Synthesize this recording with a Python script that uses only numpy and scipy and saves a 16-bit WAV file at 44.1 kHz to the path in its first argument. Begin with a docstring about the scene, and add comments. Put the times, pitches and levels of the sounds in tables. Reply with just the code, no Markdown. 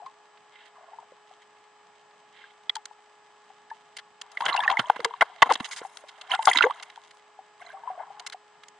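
"""A few soft bubbles ring over a faint hum and hiss: a camera in a waterproof case, drifting just under
the sea surface, with odd clicks and one sharp knock. For about three seconds it bobs at the surface:
waves slap the case, drops tick, small bubbles gurgle and foam fizzes. It goes under with a gulp of air.
Each bubble is a pocket of air ringing as a gliding sine; slaps and ticks are short bursts of noise.
The resonances of the case colour the water, and the hum is the camera inside."""
import sys
import numpy as np
from scipy import signal
from scipy.fft import rfft, irfft
from scipy.io import wavfile
from scipy.ndimage import uniform_filter1d

SR = 44100
rng = np.random.default_rng(int(sys.argv[2]) if len(sys.argv) > 2 else 0)


def dump_mix(stems):
    """Bounce the given channels to the path in sys.argv[1] as a 16-bit WAV at rate SR."""
    frames = np.atleast_2d(stems).T  # one column per channel
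    limited = np.clip(frames, -1, 1)  # hard clip at full scale
    pcm = np.round(limited * 32767).astype(np.int16)
    wavfile.write(sys.argv[1], SR, pcm)


N = 387638
TIME = np.arange(N) / SR

# Levels in the tables are relative: each layer's fader and EQ come after them.
# Electrical tones of the camera: pitch_hz, level_db
HUM_TONES = [(419.9, -67.5), (839.8, -64), (1680, -71.5), (1814, -76), (2519, -82.5), (3025, -78.5),
             (4969, -83), (7868, -80.5)]
# Tone of the steady hiss: freq_hz, gain_db
HISS_EQ = [(30, -40), (90, -27.5), (200, -23.5), (330, -18), (560, -13.5), (830, -7), (1250, -5.5),
           (1500, -14), (2100, -15.5), (3200, -19.5), (5500, -27.5), (8000, -28.5), (9000, -46.5),
           (12000, -90)]
# Stereo width of the hiss, side against mid: freq_hz, gain_db
HISS_SIDE_EQ = [(60, 8), (200, -2.5), (360, 1.5), (1200, -12), (7200, 1)]
# Stereo width of the water, echo against direct sound: freq_hz, gain_db
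ECHO_SIDE_EQ = [(80, -14), (300, -12), (1200, -14), (3000, -10.5), (5000, -4.5), (8500, 1)]
# Lean of the water, left against right: freq_hz, balance_db
WATER_BALANCE = [(250, -0.5), (500, 2), (1000, 2), (2800, -4.5), (7000, 2)]
# Resonances of the case: pitch_hz, width_hz, gain_db
CASE_MODES = [(474.6, 31, -1), (824, 52, -2), (1015, 300, 12), (1402, 92, 3), (1664, 470, 8.5),
              (2050, 81, 13), (2710, 144, 5), (3095, 290, 8), (3810, 150, -6), (4840, 260, -5),
              (5630, 460, -9), (6470, 484, 2.5), (8020, 1500, -4)]
# The wall of the case dulls the spray: freq_hz, gain_db
WALL_EQ = [(9500, -1.5), (10500, -2.5), (12500, -23.5)]
# Registers of the water, in the order thud, body, crack, spray: low_hz, high_hz
WATER_BANDS = [(120, 380), (450, 1400), (1400, 4500), (4500, 12000)]
# Water sliding over the case: start_s, length_s, level_db
SWISH_CUES = [(0.492, 0.21, -54), (1.383, 0.059, -63), (2.313, 0.23, -52.5)]
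# Choppy water while the case is afloat: time_s, wash_db, foam_db
SURFACE_CHOP = [(4.2, -61.5, -105), (4.42, -50, -59), (4.57, -41, -59), (4.62, -39.5, -58.5),
                (5.21, -53, -81), (5.48, -51, -79), (5.65, -47.5, -55.5), (5.88, -56.5, -64),
                (6.14, -56.5, -78.5), (6.34, -48.5, -74), (6.51, -42.5, -40), (6.69, -44.5, -68.5),
                (6.92, -58, -80), (7.2, -65.5, -78)]
# Clouds of air let go at once: start_s, length_s, gurgle_db, small_bubbles_db
AIR_BURSTS = [(0, 0.05, -54.5, -69), (0.732, 0.3, -51.5, -76), (4.422, 0.32, -28.5, -34.5),
              (5.8, 0.03, -36, -40), (6.291, 0.06, -25, -22.5), (6.484, 0.18, -44, -31),
              (7.582, 0.148, -47, -44.5), (7.655, 0.63, -47.5, -59), (7.856, 0.061, -38.5, -51),
              (7.97, 0.064, -36.5, -65)]
# Sharp clicks on the case under water; drops and froth ticking at the surface:
# start_s, length_s, crack_db, brightness_db (spray over crack)
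TICK_CUES = [(0.059, 0.011, -51.5, -12), (0.371, 0.01, -54.5, -33), (0.653, 0.016, -56, -8),
             (1.418, 0.015, -57, -14), (2.107, 0.0073, -60, -16), (2.695, 0.005, -23.5, -24),
             (2.753, 0.0059, -33, -1), (2.764, 0.005, -38, -11), (2.854, 0.0049, -38.5, 2.5),
             (3.699, 0.0081, -53.5, -7.5), (3.966, 0.0096, -37.5, -3), (3.984, 0.015, -39, -16),
             (4.213, 0.0067, -35, -3.5), (4.315, 0.0076, -53, 1.5), (4.372, 0.0068, -37, -35),
             (4.453, 0.0052, -31.5, -2.5), (4.562, 0.0074, -26.5, -10), (4.635, 0.0055, -30.5, -25.5),
             (4.883, 0.004, -47, -6), (5.045, 0.0057, -17.5, -8), (5.522, 0.0023, -23, -3.5),
             (5.533, 0.011, -34.5, 1.5), (5.359, 0.005, -46, -17), (5.643, 0.021, -34.5, -9),
             (5.71, 0.031, -36.5, -3), (5.761, 0.033, -40, -1.5), (5.97, 0.0033, -36.5, -2.5),
             (6.083, 0.016, -44, -10), (6.211, 0.0091, -38, -12), (6.307, 0.01, -42, -34),
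             (6.348, 0.004, -24.5, -38), (6.423, 0.008, -36.5, -8), (6.453, 0.0047, -32, 10.5),
             (6.531, 0.0066, -28, -4.5), (6.571, 0.006, -18.5, -12.5), (6.796, 0.0071, -40.5, -24),
             (6.824, 0.012, -37.5, -6), (6.898, 0.0067, -42.5, -16), (6.958, 0.0033, -43, -12),
             (7.107, 0.0085, -48.5, -9), (8.195, 0.008, -40, -4), (8.263, 0.012, -35, -1),
             (8.298, 0.0028, -38.5, -4), (8.322, 0.014, -38, -9.5), (8.633, 0.0079, -44, -14),
             (8.682, 0.0053, -51, 5)]
# A small contact rings the wall higher up: freq_hz, gain_db
TICK_EQ = [(3300, 0.5), (4900, 4), (6300, 1), (10000, -7)]
# Waves hitting the case: start_s, length_s, level_db, hardness_db (crack over body)
SLAP_CUES = [(4.408, 0.0025, -26.5, 0.5), (4.46, 0.008, -23.5, -2), (4.481, 0.02, -25, 3),
             (4.7, 0.0051, -25, 8.5), (4.712, 0.0063, -28.5, 6), (4.786, 0.023, -30.5, -4),
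             (4.792, 0.0085, -20, 7), (4.897, 0.0056, -21, -19), (4.958, 0.011, -35, -6.5),
             (5.001, 0.0057, -33, 1), (5.047, 0.013, -27, -12), (5.208, 0.0069, -17.5, 0.5),
             (5.219, 0.008, -16.5, -16.5), (5.419, 0.0084, -10, -1.5), (5.423, 0.0072, -8, -8.5),
             (5.456, 0.022, -35, -15), (5.497, 0.029, -27, -2.5), (5.553, 0.0073, -27.5, 7.5),
             (5.599, 0.0095, -30.5, -1.5), (6.471, 0.0041, -12.5, -9.5), (6.479, 0.025, -24, -2),
             (6.552, 0.019, -35.5, 15), (6.584, 0.005, -29, 32.5), (6.606, 0.013, -31, -17.5),
             (6.621, 0.011, -25, 16), (6.635, 0.013, -30, -23)]
# Short ringing tones, single bubbles and one sharp knock on the case (the three rows near 2.69 s):
# start_s, level_db, pitch_hz, glide_octaves_per_s, ring_cycles (to fall 60 dB)
RING_CUES = [(0, -42, 852, -3, 110), (0.02, -41.5, 702, 4.5, 160), (0.062, -33, 1053, 1, 82),
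             (0.932, -40, 847, 10.5, 64), (0.985, -33.5, 890, 1, 30), (1.026, -44.5, 697, 2, 21),
             (1.12, -43, 537, -6, 14), (1.31, -44.5, 726, 12, 41), (2.439, -41, 1600, 1, 71),
             (2.694, -15, 3374, -3, 55), (2.695, -22.5, 2020, -3, 29), (2.695, -21, 3650, -6, 25),
             (2.762, -27.5, 916, -6, 60), (2.91, -40, 900, -16, 26), (3.501, -44.5, 790, -2, 36),
             (3.703, -39, 1680, 6, 93), (3.713, -30, 900, -1, 61), (4.371, -24, 2000, -4, 55),
             (4.405, -22.5, 917, 7, 44), (4.42, -21.5, 970, 17, 60), (4.461, -14.5, 3240, 7, 55),
             (4.463, -21, 1460, -7, 35), (4.496, -21.5, 2940, 19, 41), (4.524, -19, 1115, 3.5, 33),
             (4.528, -23.5, 4020, 14, 45), (4.543, -27, 4000, 8, 40), (4.54, -17.5, 1080, -8.5, 25),
             (4.548, -20.5, 900, 13.5, 47), (4.575, -20.5, 2840, -10, 50), (4.59, -16, 1000, -13, 32),
             (4.603, -20.5, 3460, 10, 44), (4.603, -25.5, 1705, 3, 86), (4.624, -29, 1760, -5, 190),
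             (4.634, -23.5, 1150, 2, 40), (4.645, -26.5, 2550, -14, 51), (4.65, -26, 1102, 11, 53),
             (4.677, -8.5, 1800, 5, 51), (4.699, -13, 1090, -18, 24), (4.704, -24.5, 746, 6, 145),
             (4.724, -19.5, 972, -1, 41), (4.77, -16, 2060, 15, 51), (4.77, -25.5, 920, -17, 56),
             (4.792, -27, 212, 18, 7), (4.794, -34.5, 115, 2, 8.3), (4.84, -34, 980, 1, 120),
             (4.898, -6, 834, -11, 15), (4.993, -28, 516, -16.5, 37), (5.049, -28, 476, -1.5, 66),
             (5.108, -30.5, 965, 3, 22), (5.137, -25.5, 990, -2, 31), (5.21, -8, 2030, 11, 51),
             (5.217, -9, 1397, 1.5, 40), (5.423, -6, 932, 5.5, 44), (5.426, -3, 1990, -7, 29),
             (5.492, -19, 832, -36, 59), (5.5, -18.5, 1400, -35, 30), (5.505, -14.5, 1097, -37, 34),
             (5.511, -10, 960, -24, 36), (5.516, -16, 835, -12, 24), (5.509, -18, 543, -48, 23),
             (5.605, -27.5, 253, -15, 7.1), (5.815, -31, 455, 2, 9.9), (5.849, -27.5, 790, -1, 32),
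             (6.038, -37, 623, -1, 13), (6.315, -17, 2995, 14, 61), (6.336, -20.5, 1410, 2.5, 85),
             (6.339, -23, 788, -0.5, 44), (6.391, -17, 887, 0.5, 62), (6.473, -6, 1193, -36, 33),
             (6.479, -7.5, 795, -6, 42), (6.488, -17, 3330, 8, 41), (6.512, -12.5, 2140, -17, 66),
             (6.531, -18, 3250, -1, 43), (6.549, -22.5, 974, -0.5, 82), (6.557, -16, 2150, -14, 54),
             (6.561, -34, 278, 0, 21), (6.571, -11, 3750, 12, 50), (6.607, -6, 1434, -6, 25),
             (6.623, -14, 2730, 21, 49), (6.639, -12.5, 1580, -1, 42), (6.637, -14.5, 2060, 18, 46),
             (6.666, -18, 827, 20, 26), (6.698, -22.5, 902, 26, 35), (6.707, -16.5, 1125, 5, 27),
             (6.975, -35.5, 924, -10, 27), (7.389, -36.5, 789, -3, 40), (7.62, -41.5, 1530, 14, 40),
             (7.663, -42.5, 4120, -18, 80), (7.702, -40, 1580, 9, 49), (7.741, -37.5, 772, 0.5, 140),
             (7.834, -36, 887, 7.5, 85), (7.874, -27.5, 998, -1, 98), (7.901, -27.5, 773, -2.5, 81),
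             (7.976, -35, 665, 16, 95), (7.996, -31.5, 770, -1.5, 43), (8.103, -34, 786, 4, 43),
             (8.344, -33.5, 775, -9, 35)]


def from_db(db):
    """Decibels to gain."""
    return 10 ** (np.asarray(db) / 20)


def rms_one(x):
    """Scale to rms 1."""
    return x / np.sqrt(np.mean(x ** 2) + 1e-20)


def add(out, start_s, sound):
    """Mix a sound in at its cue."""
    at = max(round(start_s * SR), 0)
    out[at:at + len(sound)] += sound[:max(N - at, 0)]


def eq(x, curve):
    """Shape the tone with a curve of freq_hz, gain_db points."""
    hz, db = np.transpose(curve)
    bins = np.maximum(np.arange(N // 2 + 1) * SR / N, 1)
    return irfft(rfft(x) * from_db(np.interp(np.log(bins), np.log(hz), db)), N)


def band(x, edges_hz, order=2):
    """Band-pass filter."""
    return signal.sosfilt(signal.butter(order, edges_hz, "band", fs=SR, output="sos"), x + 1e-18)


def drift(rate_hz):
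    """Random modulation with a spread near 1."""
    return np.interp(TIME * rate_hz, np.arange(4000), rng.standard_normal(4000))


def fade_in(t, attack_s):
    """Smooth attack from 0 to 1."""
    return np.sin(np.pi / 2 * np.minimum(t / attack_s, 1)) ** 2


def leveller(x, window_s):
    """Ride the level toward 1 while the grains stay distinct."""
    power = uniform_filter1d(x ** 2, int(window_s * SR))
    return x / np.sqrt(np.abs(power) + np.mean(x ** 2) / 100)


def afloat(time_s=TIME):
    """True while the case is at the surface."""
    return (time_s > SURFACE_CHOP[0][0]) & (time_s < SURFACE_CHOP[-1][0])


def case(x, direct_db, uneven_db=0, damping=1):
    """Walls and trapped air ring, unevenly with the place of a blow; a share passes straight through."""
    out = from_db(direct_db) * x
    for hz, width_hz, db in CASE_MODES:
        radius = np.exp(-np.pi * width_hz * damping / SR)
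        feedback = [1, -2 * radius * np.cos(2 * np.pi * hz / SR), radius ** 2]
        ring = signal.lfilter(np.array([1, 0, -1]) * (1 - radius ** 2) / 2, feedback, x + 1e-18)
        out = out + ring * from_db(db + uneven_db * rng.standard_normal(x.shape[:-1] + (1,)))
    return out


def ports(x, echo_s, scatter):
    """Water hits either side at random; an echo in the case meets the two mic ports in opposite phase."""
    echo = np.interp(np.arange(N) - round(echo_s * SR), np.arange(N), x, left=0)
    side = eq(echo, ECHO_SIDE_EQ) + scatter * drift(42) * x
    return np.array([eq(x + sign * side, [(hz, sign * db / 2) for hz, db in WATER_BALANCE])
                     for sign in (1, -1)])


def camera(hum_db, hiss_db, surface_hum_db):
    """The bed: electrical tones over a soft stereo hiss; the tones duck at the surface."""
    hum = sum(from_db(db) * np.sqrt(2) * np.sin(2 * np.pi * (hz * TIME + rng.random()))
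              for hz, db in HUM_TONES)
    mid, side = [rms_one(eq(white, HISS_EQ)) for white in rng.standard_normal((2, N))]
    side = eq(side, HISS_SIDE_EQ)
    duck_db = surface_hum_db * uniform_filter1d(1.0 * afloat(), SR // 2)
    return from_db(hum_db + duck_db) * hum + from_db(hiss_db) * np.array([mid + side, mid - side])


def eddies(level_db, lumpy_db):
    """Water curling round the case makes a faint, lumpy rumble."""
    rumble = band(rng.standard_normal(N), (130, 260))
    lumps = from_db(lumpy_db * (drift(20) + drift(4) / 2))
    return from_db(level_db) * rms_one(rumble * lumps)


def specks(per_s, calm_db, surface_db):
    """Stray specks touch the case in a soft, uneven crackle, harder at the surface."""
    hits = rng.random(N) < per_s * from_db(6 * drift(20)) / SR
    touches = hits * rng.uniform(-1, 1, N)
    crackle = band(case(touches, direct_db=-6), (2000, 6000))
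    return from_db(np.where(afloat(), surface_db, calm_db)) * crackle / (np.abs(crackle).max() + 1e-18)


def wash(edges_hz, lumpy_db):
    """Countless bubbles too small to tell apart, arriving in clumps and heard through the case; rms 1."""
    clumps = rng.standard_normal(N) * from_db(lumpy_db * drift(120))
    return rms_one(band(case(clumps, direct_db=-23.5), edges_hz, order=3))


def swishes():
    """Water slides over the case in soft swells."""
    flow = sum(from_db(db) * np.sin(np.pi * np.clip((TIME - start_s) / length_s, 0, 1))
               for start_s, length_s, db in SWISH_CUES)
    return flow * wash((1400, 4100), lumpy_db=3.5)


def bubble(hz, swell_s, t60_s, glide, rough=0, jolt_cycles=5):
    """Air rings as it pinches off, gliding up near the surface, down near a wall; jolts roughen it."""
    t = np.arange(int((swell_s + t60_s) * SR)) / SR
    pitch_hz = hz * 2 ** np.clip(glide * (t - swell_s), -1, 1)
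    envelope = fade_in(t, swell_s) * from_db(-60 * np.maximum(t - swell_s, 0) / t60_s)
    phase = 2 * np.pi * np.cumsum(pitch_hz) / SR
    if rough:
        squeeze, shove = [rough * np.interp(t * hz / jolt_cycles, np.arange(len(jolts)), jolts)
                          for jolts in rng.standard_normal((2, 40))]
        envelope = envelope * np.exp(squeeze / 2)
        phase = phase + 2 * shove
    return envelope * np.sin(phase)


def cloud(per_s, centre_hz, octaves, cycles, spread_db, glide):
    """Bubbles of random size born at random times, mostly chirping upward; rms 1."""
    out, pool = np.zeros(N), 8000
    births = np.column_stack([rng.uniform(0, N / SR, pool), rng.uniform(-0.995, 1, pool),
                              rng.standard_normal((pool, 3))])
    for start_s, detune, loudness, life, slide in births[:int(per_s * N / SR)]:
        hz = min(centre_hz * 2 ** (octaves * detune), SR / 4)
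        t60_s = cycles / hz * from_db(2 * life)
        ring = bubble(hz, t60_s / 7, t60_s, glide * (slide + .8))
        add(out, start_s, from_db(spread_db * loudness) * ring)
    return rms_one(out)


def stirring(attack_s=0.028, release_s=0.0096):
    """Envelopes of gurgle, small bubbles and foam: bursts of air swell, hold and die above the chop."""
    time_s, wash_db, foam_db = np.transpose(SURFACE_CHOP)
    chop_db = np.interp(TIME, time_s, wash_db, left=-68, right=-68)  # calm deeper down
    froth_db = np.interp(TIME, time_s, foam_db, left=-90.5, right=-90.5)
    gurgle, small, foam = from_db(chop_db + 2.5), from_db(chop_db + 3), from_db(froth_db + 10)
    for start_s, length_s, gurgle_db, small_db in AIR_BURSTS:
        t = TIME - start_s
        envelope = np.clip(t / attack_s, 0, 1) * np.exp(-np.clip((t - length_s) / release_s, 0, 20))
        gurgle = np.maximum(gurgle, from_db(gurgle_db) * envelope)
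        small = np.maximum(small, from_db(small_db) * envelope)
        foam = np.maximum(foam, from_db(small_db - 16.5) * envelope)
    return gurgle, small, foam


def churn(gurgle_db, small_db, foam_db, rumble_db):
    """Stirred-in air: a gurgle of mid-sized bubbles, plinks of small ones, foam fizz and a low rumble."""
    gurgle_gain, small_gain, foam_gain = stirring()
    burble = cloud(per_s=400, centre_hz=950, octaves=.65, cycles=30, spread_db=4.5, glide=8)
    # under water the air comes as fewer, rounder bubbles
    bloops = cloud(per_s=190, centre_hz=860, octaves=.42, cycles=34, spread_db=4, glide=4)
    gurgle = np.where(afloat(), rms_one(case(burble, direct_db=-32)), bloops)
    gurgle = .92 * leveller(gurgle, window_s=.13) + .4 * wash((550, 1700), lumpy_db=3)
    plinks = cloud(per_s=460, centre_hz=2500, octaves=.8, cycles=25, spread_db=6, glide=26)
    foam = cloud(per_s=300, centre_hz=7400, octaves=.6, cycles=45, spread_db=7, glide=6)
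    # hard stirring and air let go under water pinch off distinct bubbles; light chop mostly washes
    distinct = np.where(afloat(), np.clip(small_gain / from_db(-43), .5, .94),
                        np.clip(small_gain / from_db(-52), .1, .95))
    blurred = np.sqrt(1 - distinct ** 2)
    crack_band, spray_band = WATER_BANDS[2:]
    patter = distinct * leveller(case(plinks, direct_db=-12), window_s=.05)
    patter += blurred * wash(crack_band, lumpy_db=4)
    fizz = distinct * leveller(case(foam, direct_db=-18), window_s=.06)
    fizz += blurred * wash(spray_band, lumpy_db=6)
    rumble = rms_one(band(rng.standard_normal(N), (100, 320))) * from_db(3.5 * drift(42))
    return (gurgle_gain * (from_db(gurgle_db) * gurgle + from_db(rumble_db) * rumble)
            + from_db(small_db) * small_gain * patter + from_db(foam_db) * foam_gain * fizz)


def volleys(starts_s, lengths_s, bands_db, direct_db, tail_db, tail_s, attack_s, damping=1):
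    """Each blow is a brief volley of impacts on one spot of the case, with a faint, washy tail."""
    t = np.arange(SR // 10) / SR
    length_s = lengths_s[:, None]
    hold = 1 / (1 + (t / length_s) ** 8)
    push = fade_in(t, attack_s) * (hold + from_db(tail_db) * np.exp(-t / tail_s))
    ring = case(push * rng.standard_normal(push.shape), direct_db, uneven_db=3, damping=damping)
    blows, out = 0, np.zeros(N)
    for edges_hz, db in zip(WATER_BANDS, bands_db):
        layer = band(ring, edges_hz, order=4)
        power = np.sum(layer ** 2, axis=1, keepdims=True) / (length_s * SR)
        blows = blows + layer / np.sqrt(power) * from_db(db[:, None])
    for start_s, blow in zip(starts_s, blows):
        add(out, start_s, blow)
    return out


def ticks(level_db):
    """Sharp clicks on the case under water, drops and froth at the surface: bright and weightless."""
    start_s, length_s, crack_db, brightness_db = np.transpose(TICK_CUES)
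    thud_db, body_db, spray_db = crack_db - 41, crack_db - 16, crack_db + brightness_db
    touches = volleys(start_s, length_s, [thud_db, body_db, crack_db, spray_db],
                      direct_db=-20, tail_db=-20.5, tail_s=0.0047, attack_s=0.0017, damping=1.44)
    return from_db(level_db) * eq(touches, TICK_EQ)


def slaps(level_db):
    """Waves hit the case: hard ones crack, soft ones have body; thud and spray grow with strength."""
    start_s, length_s, db, hardness_db = np.transpose(SLAP_CUES)
    strength_db = db - db.mean()
    thud_db, spray_db = -44.5 + 0.12 * strength_db, -48 + 0.96 * strength_db
    body_db, crack_db = db - hardness_db / 2, db + hardness_db / 2
    return from_db(level_db) * volleys(start_s, length_s, [thud_db, body_db, crack_db, spray_db],
                                       direct_db=-21, tail_db=-32, tail_s=0.045, attack_s=0.0015)


def glug(start_s, length_s, level_db, pitch_hz, octaves_per_s, attack_s=0.0043, release_s=0.0087):
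    """As the case goes under, a gulp of air throbs, rises in pitch and is choked off."""
    t = np.clip(TIME - start_s, 0, .2)
    envelope = fade_in(t, attack_s) * np.exp(-np.maximum(t - length_s, 0) / release_s)
    rising_hz = pitch_hz * 2 ** (octaves_per_s * t + .11 * drift(300))
    phase = 2 * np.pi * np.cumsum(rising_hz) / SR
    throb = from_db(level_db + 2 * drift(250))
    return throb * envelope * (np.sin(phase) + .3 * drift(200) * np.sin(2 * phase))


def bubbles_and_knock(level_db, case_db, splash_db, splash_s, swell_s):
    """Single bubbles and one knock ring and shake the case; surface bubbles are rougher and splash."""
    rings, splash_gain = np.zeros(N), np.zeros(N)
    splash_age = np.arange(SR // 20) / SR / splash_s
    for start_s, db, hz, glide, cycles in RING_CUES:
        at_surface = afloat(start_s)
        ring = bubble(hz, swell_s, cycles / hz, glide, rough=.36 if at_surface else .16)
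        add(rings, start_s, from_db(db) * ring)
        if at_surface:
            add(splash_gain, start_s, from_db(db) * splash_age * np.exp(1 - splash_age))
    splashes = from_db(splash_db) * splash_gain * wash((900, 4200), lumpy_db=3)
    return from_db(level_db) * rings + from_db(case_db) * case(rings, direct_db=-48) + splashes


def scene():
    """The mix: water dulled by the wall and spread to stereo, over the camera's hum and hiss."""
    water = (bubbles_and_knock(level_db=2.16, case_db=-30.5, splash_db=-17, splash_s=.0015, swell_s=.0027)
             + glug(start_s=6.638, length_s=0.029, level_db=-15.5, pitch_hz=453, octaves_per_s=5)
             + slaps(level_db=-3)
             + ticks(level_db=-2.5)
             + churn(gurgle_db=-2, small_db=-7.5, foam_db=-7.5, rumble_db=-35)
             + swishes()
             + eddies(level_db=-80.5, lumpy_db=4)
             + specks(per_s=45, calm_db=-45, surface_db=-40))
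    stereo_water = ports(eq(water, WALL_EQ), echo_s=0.0012, scatter=0.18)
    return stereo_water + camera(hum_db=0.56, hiss_db=-60.77, surface_hum_db=-1.5)


def record(dry):
    """Soft clipping rounds the peaks and a steep low-pass cuts the top."""
    low_pass = signal.ellip(10, .2, 70, 12300, fs=SR, output="sos")
    return signal.sosfilt(low_pass, np.tanh(dry))


dry = scene()
out = record(dry)
dump_mix(out)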